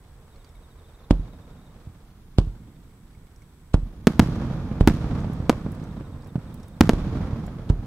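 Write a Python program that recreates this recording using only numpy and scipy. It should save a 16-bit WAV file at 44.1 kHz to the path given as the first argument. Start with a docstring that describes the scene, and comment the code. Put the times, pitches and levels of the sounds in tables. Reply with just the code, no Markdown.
"""Night fireworks over the sea, heard from the shore by a spaced microphone pair that overloads.
From the start surf washes, crickets chirp, a bush cricket buzzes and small ticks sound close by.
From 1.1 s mortars thump: a rounded blast, then a decaying low boom; dull far echoes follow.
From 4.1 to 6.9 s shells burst, each a shock with its ground echo and a scatter of clicks; a last mortar
fires at 7.7 s. Every bang sets off a roll of coast echoes, built from clumps of filtered random clicks."""
import sys
import numpy as np
from scipy import signal
from scipy.fft import rfft, irfft
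from scipy.io import wavfile

SR = 44100
rng = np.random.default_rng(int(sys.argv[2]) if len(sys.argv) > 2 else 0)


def waveform_to_disk(signal):
    """Save audio, clipped to [-1, 1], as 16-bit WAV at the path in sys.argv[1]."""
    frames = np.transpose(np.atleast_2d(signal))
    scaled = np.clip(frames, -1, 1) * 32767
    samples = np.round(scaled).astype(np.int16)
    wavfile.write(sys.argv[1], SR, samples)


N = 346626

# shell bursts: [t/s, shock level/dB, overpressure/ms, ground echo delay/ms, ground echo level/dB, roll level/dB]
SHELL_BURSTS = [(4.0710, 9, 1.18, 4.52, 0, -29.5), (4.1950, 14, 1.85, 4.18, 1, -25),
                (4.875, 14, 1.7, 3.4, -5.5, -25), (5.4959, 4.5, 0.87, 4.06, -5, -34),
                (6.8088, 13.5, 1.74, 3.64, 0.5, -28), (6.8936, 3.5, 1.08, 4.36, -5, -27.5)]
# echoes from nearby walls and slopes: [delay/ms, level/dB]
WALL_ECHOES = [(12.2, -11), (15.5, -17), (21.3, -28), (25.2, -21), (29.5, -19.5), (35.5, -19), (48.5, -29),
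               (66.5, -25.5), (97.5, -31), (103.5, -31.5)]
# rough front of a burst: [f/Hz, level/dB per Hz]
BURST_FRONT = [(200, -43), (500, -0.5), (1200, 1), (2500, -9.5), (5000, -13.5), (9000, -22.5),
               (14000, -26.5), (20000, -76)]


def bursts():
    """Shell bursts: shock, ground echo, dull near echoes and a short bright scatter."""
    out = np.zeros((2, N))
    for s, db, ms, ground_ms, ground_db, _ in SHELL_BURSTS:
        wave = gain_of(db) * shock(ms, damping=0.54)
        add(out, s, soft(wave, 0.032))
        add(out, s + ground_ms / 1e3, gain_of(ground_db) * soft(wave, 0.069))
        dull = soft(wave, 0.54)
        for late_ms, echo_db in WALL_ECHOES:
            add(out, s + late_ms / 1e3, gain_of(echo_db) * dull)
        add(out, s, crack(BURST_FRONT, 0.83 * db - 22.5, fast_t60=0.032, slow_db=-22.5, slow_t60=0.39))
    return out


# mortar shots: [t/s, blast level/dB, overpressure/ms, rise/ms, boom level/dB, rough front level/dB,
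# boom pitch factor, fade-in noise level/dB, roll level/dB]
MORTAR_SHOTS = [(1.1087, 2, 2.07, 0.25, -5.5, -22, 1.1, -44, -38.5),
                (1.1120, -1, 1.27, 0.57, -43, -49, 0.85, -60, -50),
                (2.3854, 3.5, 3.9, 0.45, -7.5, -19.5, 1.09, -42, -39),
                (3.7426, 0.4, 3.3, 0.34, -7.5, -25.5, 0.99, -32.5, -36.5),
                (4.8096, 1.5, 3.3, 0.33, -6.5, -28.5, .99, -42, -28),
                (6.9339, -7, 1.3, 0.47, -13.5, -35, 1.01, -56, -46),
                (7.7006, 2, 3.4, 0.95, -9, -33, 1.09, -37, -38)]
# boom along the water: [f/Hz before the pitch factor, level/dB re boom level, t60/s]
BOOM_MODES = [(38.5, -4.5, 0.28), (65.3, 3, 0.049), (138.8, -12, 0.21)]
# rough front of a mortar: [f/Hz, level/dB per Hz]
MORTAR_FRONT = [(200, -23), (500, -2.5), (1000, 2.5), (2000, -17.5), (2800, -5), (4200, -7.5),
                (6000, -16.5), (9000, -16.5), (13000, -45), (20000, -44)]
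# beach and barge answering a mortar: [f/Hz, level/dB per Hz]
BEACH_AND_BARGE = [(60, -28), (150, 4), (300, -4.5), (600, -18), (1000, -23.5), (1800, -34.5), (5000, -59)]


def mortars():
    """A rounded blast with a rough front, and a long suction that rings on as a boom."""
    out = np.zeros((2, N))
    t = np.arange(SR // 2) / SR
    fade_n = 500
    fade_in = np.hanning(2 * fade_n)[:fade_n]
    for s, db, ms, rise_ms, boom_db, crack_db, pitch, fade_db, _ in MORTAR_SHOTS:
        u = t * 1e3 / ms
        pulse = np.cos(np.pi / 2 * u) * np.exp(-(u / 1.4) ** 2)
        blast = gain_of(db) * soft(pulse, rise_ms / 2)
        boom = np.zeros(len(t))
        for hz, mode_db, t60 in BOOM_MODES:
            # negative: starts as suction
            boom -= gain_of(boom_db + mode_db - 60 * t / t60) * np.sin(2 * np.pi * hz * pitch * t)
        thump = blast + boom
        add(out, s, thump)
        add(out, s + 0.085, -gain_of(-13.0) * soft(thump, 1.34))  # a far bank returns it inverted
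        add(out, s - 0.0008, crack(MORTAR_FRONT, crack_db, fast_t60=0.025, slow_db=-26.5, slow_t60=0.28))
        answer = crack(BEACH_AND_BARGE, boom_db - 18.5, fast_t60=0.13, slow_db=-16.5, slow_t60=0.52)
        add(out, s + 0.00409, answer)
        # a faint push and noise fade in over about 11 ms before the blast
        noise = crack(MORTAR_FRONT, fade_db, fast_t60=0.56, slow_db=-40, slow_t60=0.5)[:, :fade_n]
        add(out, s - fade_n / SR, fade_in * (gain_of(boom_db - 23.5) + noise))
    return out


# single far echoes: [t/s, peak level/dB before rounding, overpressure/ms, rough front level/dB]
FAR_THUDS = [(1.871, -22, 2.2, -62), (4.287, -10.5, 1.2, -48), (4.714, -10, 1.5, -35.5),
             (5.043, -15.5, 1.07, -35), (5.11, -23, 2.2, -32), (5.244, -13.5, 1.9, -33.5),
             (5.299, -11.5, 1.13, -46), (5.401, -11, 1.8, -36.5), (5.527, -31, 1, -31),
             (5.663, -9, 1.26, -37), (5.726, -34, 1.8, -42), (5.969, -21.5, 0.95, -51),
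             (6.008, -22.5, 1.54, -43.5), (6.143, -24, 1.7, -49), (6.356, -6, 1.4, -34),
             (7.3, -18, 1.9, -52), (7.331, -9.5, 1.9, -38.5), (7.479, -25, 1.6, -38.5),
             (7.594, -20, 1.57, -46)]
# rough front of a far echo: [f/Hz, level/dB per Hz]
FAR_FRONT = [(250, -17), (500, 9), (1200, -6.5), (2500, -15.5), (5000, -26), (9000, -45), (20000, -78)]
THUD_ROUNDING = 0.36  # share of the overpressure time
THUD_REPEAT_S, THUD_REPEAT_DB = 0.02305, -6.5  # a slope repeats each thud


def thuds():
    """Far echoes have lost their edge in the air; a little of the rough front is left."""
    out = np.zeros((2, N))
    for s, db, ms, crack_db in FAR_THUDS:
        thud = gain_of(db) * soft(shock(ms, damping=0.3), THUD_ROUNDING * ms)
        add(out, s, thud)
        add(out, s + THUD_REPEAT_S, gain_of(THUD_REPEAT_DB) * soft(thud, 0.4))
        add(out, s, crack(FAR_FRONT, crack_db, fast_t60=0.067, slow_db=-47, slow_t60=0.46))
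    return out


# spectra of the three roll bands, low to high: [f/Hz, level/dB per Hz]
RUMBLE_SPECTRUM = [(12, -32), (20, -8), (48, 4), (161, 3), (226, -1.5), (328, -8.5), (386, -17), (520, -40),
                   (700, -30.5), (910, -57), (1540, -120)]
RATTLE_SPECTRUM = [(260, -23.5), (450, 2), (527, -1), (663, -5), (717, -5), (1190, -7.5), (2500, -22.5),
                   (3250, -39), (5500, -120)]
SIZZLE_SPECTRUM = [(1350, -26), (2300, -3), (2870, -4), (3320, -1), (5970, -9.5), (7760, -16), (12000, -23),
                   (15600, -43), (22000, -120)]
# roll envelopes, rows rumble, rattle, sizzle: [delay/s, swell/s, decay/dB per s, level/dB re roll level]
BURST_ROLL_SHAPE = [(0.029, .06, 15.5, 1.3), (0.058, 0.049, 14, -14), (0.035, .04, 17, -26.5)]
MORTAR_ROLL_SHAPE = [(0.024, 0.056, 19.6, -1.5), (0.025, 0.049, 29, -18.5), (0.029, 0.033, 31.4, -28)]
THUD_ROLL_DB = -29  # re thud peak
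# steady sea: [f/Hz, level/dB per Hz]
SEA_SPECTRUM = [(12, -45), (20, 5.5), (82, 0.5), (103, -4), (134, -3.5), (192, -15.5), (487, -19),
                (538, -27), (744, -25.5), (1050, -24.5), (2210, -32), (2500, -40), (3250, -60),
                (5500, -120)]
SEA_DB = -49.5
# surf rising and falling on the beach: [t/s, level/dB]
SURF_LEVEL = [(0.0, -64), (0.76, -60.5), (1.3, -57.5), (1.8, -59), (2.3, -73), (3.1, -68.5), (3.7, -74),
              (5.0, -67), (6.5, -56.5), (7.86, -64)]
SURF_LOW_DB, FIZZ_DB, FIZZ_FOLLOWS = -57, -69, 0.17  # steady low wash; mean fizz; its share of the surf's dB swing
ROLL_STEP = 64  # samples per envelope point


def roll():
    """Bangs set off countless small echoes in clumps, sparse in the bass, dense above; the sea washes under."""
    shells = [(row[0], row[-1]) for row in SHELL_BURSTS]
    low = [(row[0], row[-1]) for row in MORTAR_SHOTS]
    low += [(row[0], row[1] + THUD_ROLL_DB) for row in FAR_THUDS]
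    t = np.arange(0, N + ROLL_STEP, ROLL_STEP) / SR
    surf_db = np.interp(t, *np.transpose(SURF_LEVEL))
    fizz_db = FIZZ_DB + FIZZ_FOLLOWS * (surf_db - surf_db.mean())
    under_db = (SURF_LOW_DB, surf_db, fizz_db)
    seeds = rng.exponential(1, N) ** 3 * (rng.random(N) < 110 / SR)
    clumps = evened(soft(seeds, 3.5) ** 0.35).clip(-2, 2)
    out = gain_of(SEA_DB) * evened(coloured(scattered(9000, 1.0), SEA_SPECTRUM))
    spectra = (RUMBLE_SPECTRUM, RATTLE_SPECTRUM, SIZZLE_SPECTRUM)
    clicks_per_s, clump_db = (500, 5000, 12000), (2.2, 2.9, 2.3)
    for k, points in enumerate(spectra):
        clicks = coloured(scattered(clicks_per_s[k], 1.9), points)
        echoes = evened(clicks * gain_of(clump_db[k] * clumps))
        power = rolling(shells, *BURST_ROLL_SHAPE[k]) + rolling(low, *MORTAR_ROLL_SHAPE[k])
        power = power + gain_of(under_db[k]) ** 2
        out += echoes * np.interp(np.arange(N) / SR, t, np.sqrt(power))
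    return out


def rolling(starts, late, swell, dies_db, over_db):
    """Summed power of the rolls set off by bangs [t/s, level/dB]: each swells, then decays steadily in dB."""
    s, db = np.transpose(starts)[:, :, None]
    u = np.maximum(np.arange(0, N + ROLL_STEP, ROLL_STEP) / SR - s - late, 0)
    level = (1 - np.exp(-u / swell)) * gain_of(db + over_db - dies_db * u)
    return (level ** 2).sum(0)


# small ticks close by: [t/s, level/dB, ring f/Hz, knock level/dB]
CLOSE_TICKS = [(0.3596, -57, 4250, -65), (0.4454, -51.5, 4600, -63), (0.4913, -57, 5300, -64),
               (0.5524, -63, 10700, -56), (2.9094, -66, 7920, -64), (3.1494, -64, 7910, -56),
               (3.2694, -63, 7840, -62), (3.3608, -58, 5650, -71), (3.4196, -59, 5850, -54),
               (4.358, -53, 5940, -62), (5.203, -52.5, 6500, -63), (5.332, -52, 10600, -64),
               (5.719, -50.5, 10200, -62), (5.7494, -57, 10600, -62), (5.7994, -57, 5010, -58),
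               (5.8386, -54, 6140, -65), (6.2223, -56.5, 4950, -71), (6.2444, -57.5, 5560, -70),
               (6.272, -56, 10600, -70), (6.542, -48.5, 9870, -76), (6.5999, -58, 5050, -68),
               (6.6314, -52, 5560, -69), (6.6817, -53.5, 9770, -66), (7.4654, -51, 7300, -68)]
CENTRED_DB, PAN_PER_DB = -69, -0.5  # the louder a tick, the nearer it is to the right microphone
TICK_OVERTONE, TICK_OVERTONE_DB = 1.22, -9  # frequency ratio and level re ring
SNAP_SPAN = 2  # snap band: this factor either side of the ring


def ticks():
    """A tiny crack of noise, a brief rough ring with an overtone and a duller knock."""
    out = np.zeros((2, N))
    t = np.arange(1200) / SR
    for s, db, hz, knock_db in CLOSE_TICKS:
        pan_db = PAN_PER_DB * (db - CENTRED_DB)
        noise, waver = rng.standard_normal((2, len(t)))
        band_hz = [hz / SNAP_SPAN, min(hz * SNAP_SPAN, SR / 2.2)]
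        b, a = signal.butter(2, band_hz, "bandpass", fs=SR)
        snap = signal.lfilter(b, a, noise) * gain_of(-60 * t / 0.025)
        phase = 2 * np.pi * hz * t + 0.13 * np.cumsum(waver)
        ring = np.sin(phase) + gain_of(TICK_OVERTONE_DB) * np.sin(TICK_OVERTONE * phase)
        ring = ring * gain_of(-60 * t / 0.035)
        knock = gain_of(knock_db - 60 * t / 0.04) * np.sin(2 * np.pi * 2200 * t)
        tick = gain_of(db) * (0.95 * snap + 0.73 * ring) + knock
        add(out, s, gain_of([[pan_db / 2], [-pan_db / 2]]) * tick)
    return out


# cricket runs of falling whistles: [first t/s, last t/s, spacing/s, mean level/dB, mean start f/Hz, length/s]
CRICKET_RUNS = [(.305, .77, .0764, -66, 4120, .054), (.848, 1.03, .087, -65.5, 4200, .042),
                (.83, 1.07, .0485, -64.5, 3880, .04), (1.184, 1.7, .0425, -66, 3980, .027),
                (1.327, 1.67, .084, -65, 3800, .024), (5.88, 6.27, .0775, -63.5, 4050, .046),
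                (6.408, 6.73, .053, -64, 3880, .028)]
CHIRP_FALL_HZ_PER_S = 14000
CHIRP_WOBBLE_S, CHIRP_WOBBLE_DB, CHIRP_WOBBLE_HZ = 0.004, 2, 70  # unevenness from chirp to chirp
CHIRP_ROUGH_TURNS = 0.005  # random phase step per sample


def crickets():
    """Falling whistles with soft ends, slightly uneven, off to one side; a far chorus chirps faintly at random."""
    out = np.zeros(N)
    chirps = [(s * N / SR, -80 + 5 * a, 3850 + 250 * b, 0.04) for s, a, b in rng.random((90, 3))]
    for first, last, spacing, db, hz, length in CRICKET_RUNS:
        times = np.arange(first, last, spacing)
        for s, (a, b, c) in zip(times, rng.uniform(-0.9, 1, (len(times), 3))):
            chirps.append((s + CHIRP_WOBBLE_S * a, db + CHIRP_WOBBLE_DB * b, hz + CHIRP_WOBBLE_HZ * c, length))
    for s, db, hz, length in chirps:
        t = np.arange(0, length, 1 / SR)
        rough = CHIRP_ROUGH_TURNS * np.cumsum(rng.standard_normal(len(t)))
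        turns = hz * t - CHIRP_FALL_HZ_PER_S / 2 * t ** 2 + rough
        add(out, s, gain_of(db) * np.sin(2 * np.pi * turns) * signal.windows.tukey(len(t), 0.9))
    return np.array([np.roll(out, 2), out])


# bush cricket phrases: [start t/s, end t/s, level/dB once warm, wing stroke f/Hz]
BUZZ_PHRASES = [(-.5, 0.983, -72.5, 87), (1.24, 2.061, -74.5, 106), (2.44, 3.85, -73, 99.1),
                (5.054, 6.8, -72.5, 99.2)]
BUZZ_SWELL_S, BUZZ_START_DB, BUZZ_START_HZ = 0.32, -3, -250  # a phrase starts faint and flat, then warms up


def bush_cricket():
    """Each wing stroke is a short falling scrape near 8 kHz."""
    out = np.zeros(N)
    t = np.arange(N) / SR
    for start, end, db, rate in BUZZ_PHRASES:
        cold = np.exp(-np.maximum(t - start, 0) / BUZZ_SWELL_S)
        stroke = rate * t % 1
        turns = np.cumsum(8400 + BUZZ_START_HZ * cold - 1100 * stroke) / SR
        scrape = np.exp(-((stroke - 0.4) / 0.25) ** 2) * np.sin(2 * np.pi * turns)
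        on = np.clip(np.minimum(t - start, end - t) / 0.012, 0, 1)
        out += on * gain_of(db + BUZZ_START_DB * cold) * evened(scrape)
    return np.array([out, np.roll(out, 4)])


def shock(ms, damping):
    """A pressure step that swings through a suction phase and settles."""
    u = np.arange(2000) / SR * 1e3 / ms
    return np.cos(np.pi / 2 * u ** 0.913) * np.exp(-damping * u)


def crack(points, db, fast_t60, slow_db, slow_t60):
    """Turbulence and nearby clutter break the front into a cluster of small clicks that thins out."""
    t = np.arange(SR // 2) / SR
    clicks = evened(coloured(scattered(7000, 4.1, n=len(t)), points))
    return clicks * (gain_of(db - 60 * t / fast_t60) + gain_of(db + slow_db - 60 * t / slow_t60))


PAIR_SAMPLES = 8  # travel from one microphone to the other


def scattered(per_s, spread_db, n=N):
    """Clicks of random sign and size from all sides: each reaches the left microphone a little early or late."""
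    draw = rng.random((n, 4))
    hit = draw[:, 0] < per_s / SR
    size = hit * np.sign(draw[:, 1] - 0.5) * gain_of(-spread_db * np.log(draw[:, 2] + 0.0023))
    shift = np.round(PAIR_SAMPLES * (2 * draw[:, 3] - 1)).astype(int)
    left_at = np.clip(np.arange(n) + shift, 0, n - 1)
    return np.array([np.bincount(left_at, size, n), size])


def coloured(x, points):
    """Filters causally (minimum phase) to a spectrum of [f/Hz, level/dB] points."""
    f, db = np.transpose(points)
    grid_hz = abs(np.fft.fftfreq(16384, 1 / SR))
    log_gain = np.log(gain_of(np.interp(np.log(grid_hz + 1), np.log(f), db)))
    taps = np.fft.ifft(np.exp(np.conj(signal.hilbert(log_gain)))).real[:8192]
    return signal.oaconvolve(x, taps[None])[:, :x.shape[1]]


def soft(x, ms):
    """Rounds edges with two equal one-pole lowpasses of this time constant."""
    r = np.exp(-1e3 / (SR * max(ms, 0.001)))
    return signal.lfilter([(1 - r) ** 2], [1, -2 * r, r * r], x)


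def gain_of(db):
    """Decibels to gain."""
    return 10 ** (np.asarray(db) / 20)


def evened(x):
    """Scales to rms 1."""
    return x / np.sqrt(np.mean(x ** 2) + 1e-20)


def add(mix, s, sound):
    """Adds a sound at a time in seconds, cut at the end of the mix."""
    part = mix[..., round(s * SR):][..., :sound.shape[-1]]
    part += sound[..., :part.shape[-1]]


def scene():
    """Sum of all sources."""
    return bursts() + mortars() + thuds() + roll() + ticks() + crickets() + bush_cricket()


# microphone balance: [f/Hz, left re right level/dB]
PAIR_BALANCE = [(100, -2.0), (1500, -2.1), (4000, -.7), (9000, -.3)]
# capsule hiss: [f/Hz, level/dB per Hz]
HISS_SPECTRUM = [(900, -16), (1500, 0), (2500, -18.5), (6000, -9.5), (10000, -7.5), (15600, -9.5),
                 (16200, -36)]
HISS_DB, EDGE_HZ = -69, 16450


def record(dry):
    """Left capsule weaker, most in the bass; capsule hiss, overload, a limiter that lags the shock, band limit."""
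    f, db = np.transpose(PAIR_BALANCE)
    grid_hz = np.fft.rfftfreq(N, 1 / SR)
    tilt = gain_of(np.interp(np.log(grid_hz + 1), np.log(f), db) / 2)
    pair = irfft(rfft(dry) * [tilt, 1 / tilt], N)
    pair = pair + gain_of(HISS_DB) * evened(coloured(rng.standard_normal((2, N)), HISS_SPECTRUM))
    loaded = np.clip(pair, -1.15, 1.15)
    over = soft(np.maximum(abs(loaded).max(0) - 0.6, 0), 2.8)
    limited = np.clip(loaded * gain_of(-32 * over), -0.98, 0.98)
    lowpass = signal.firwin(511, EDGE_HZ, window=("kaiser", 9), fs=SR)
    return signal.oaconvolve(limited, lowpass[None], "same")


dry = scene()
out = record(dry)
waveform_to_disk(out)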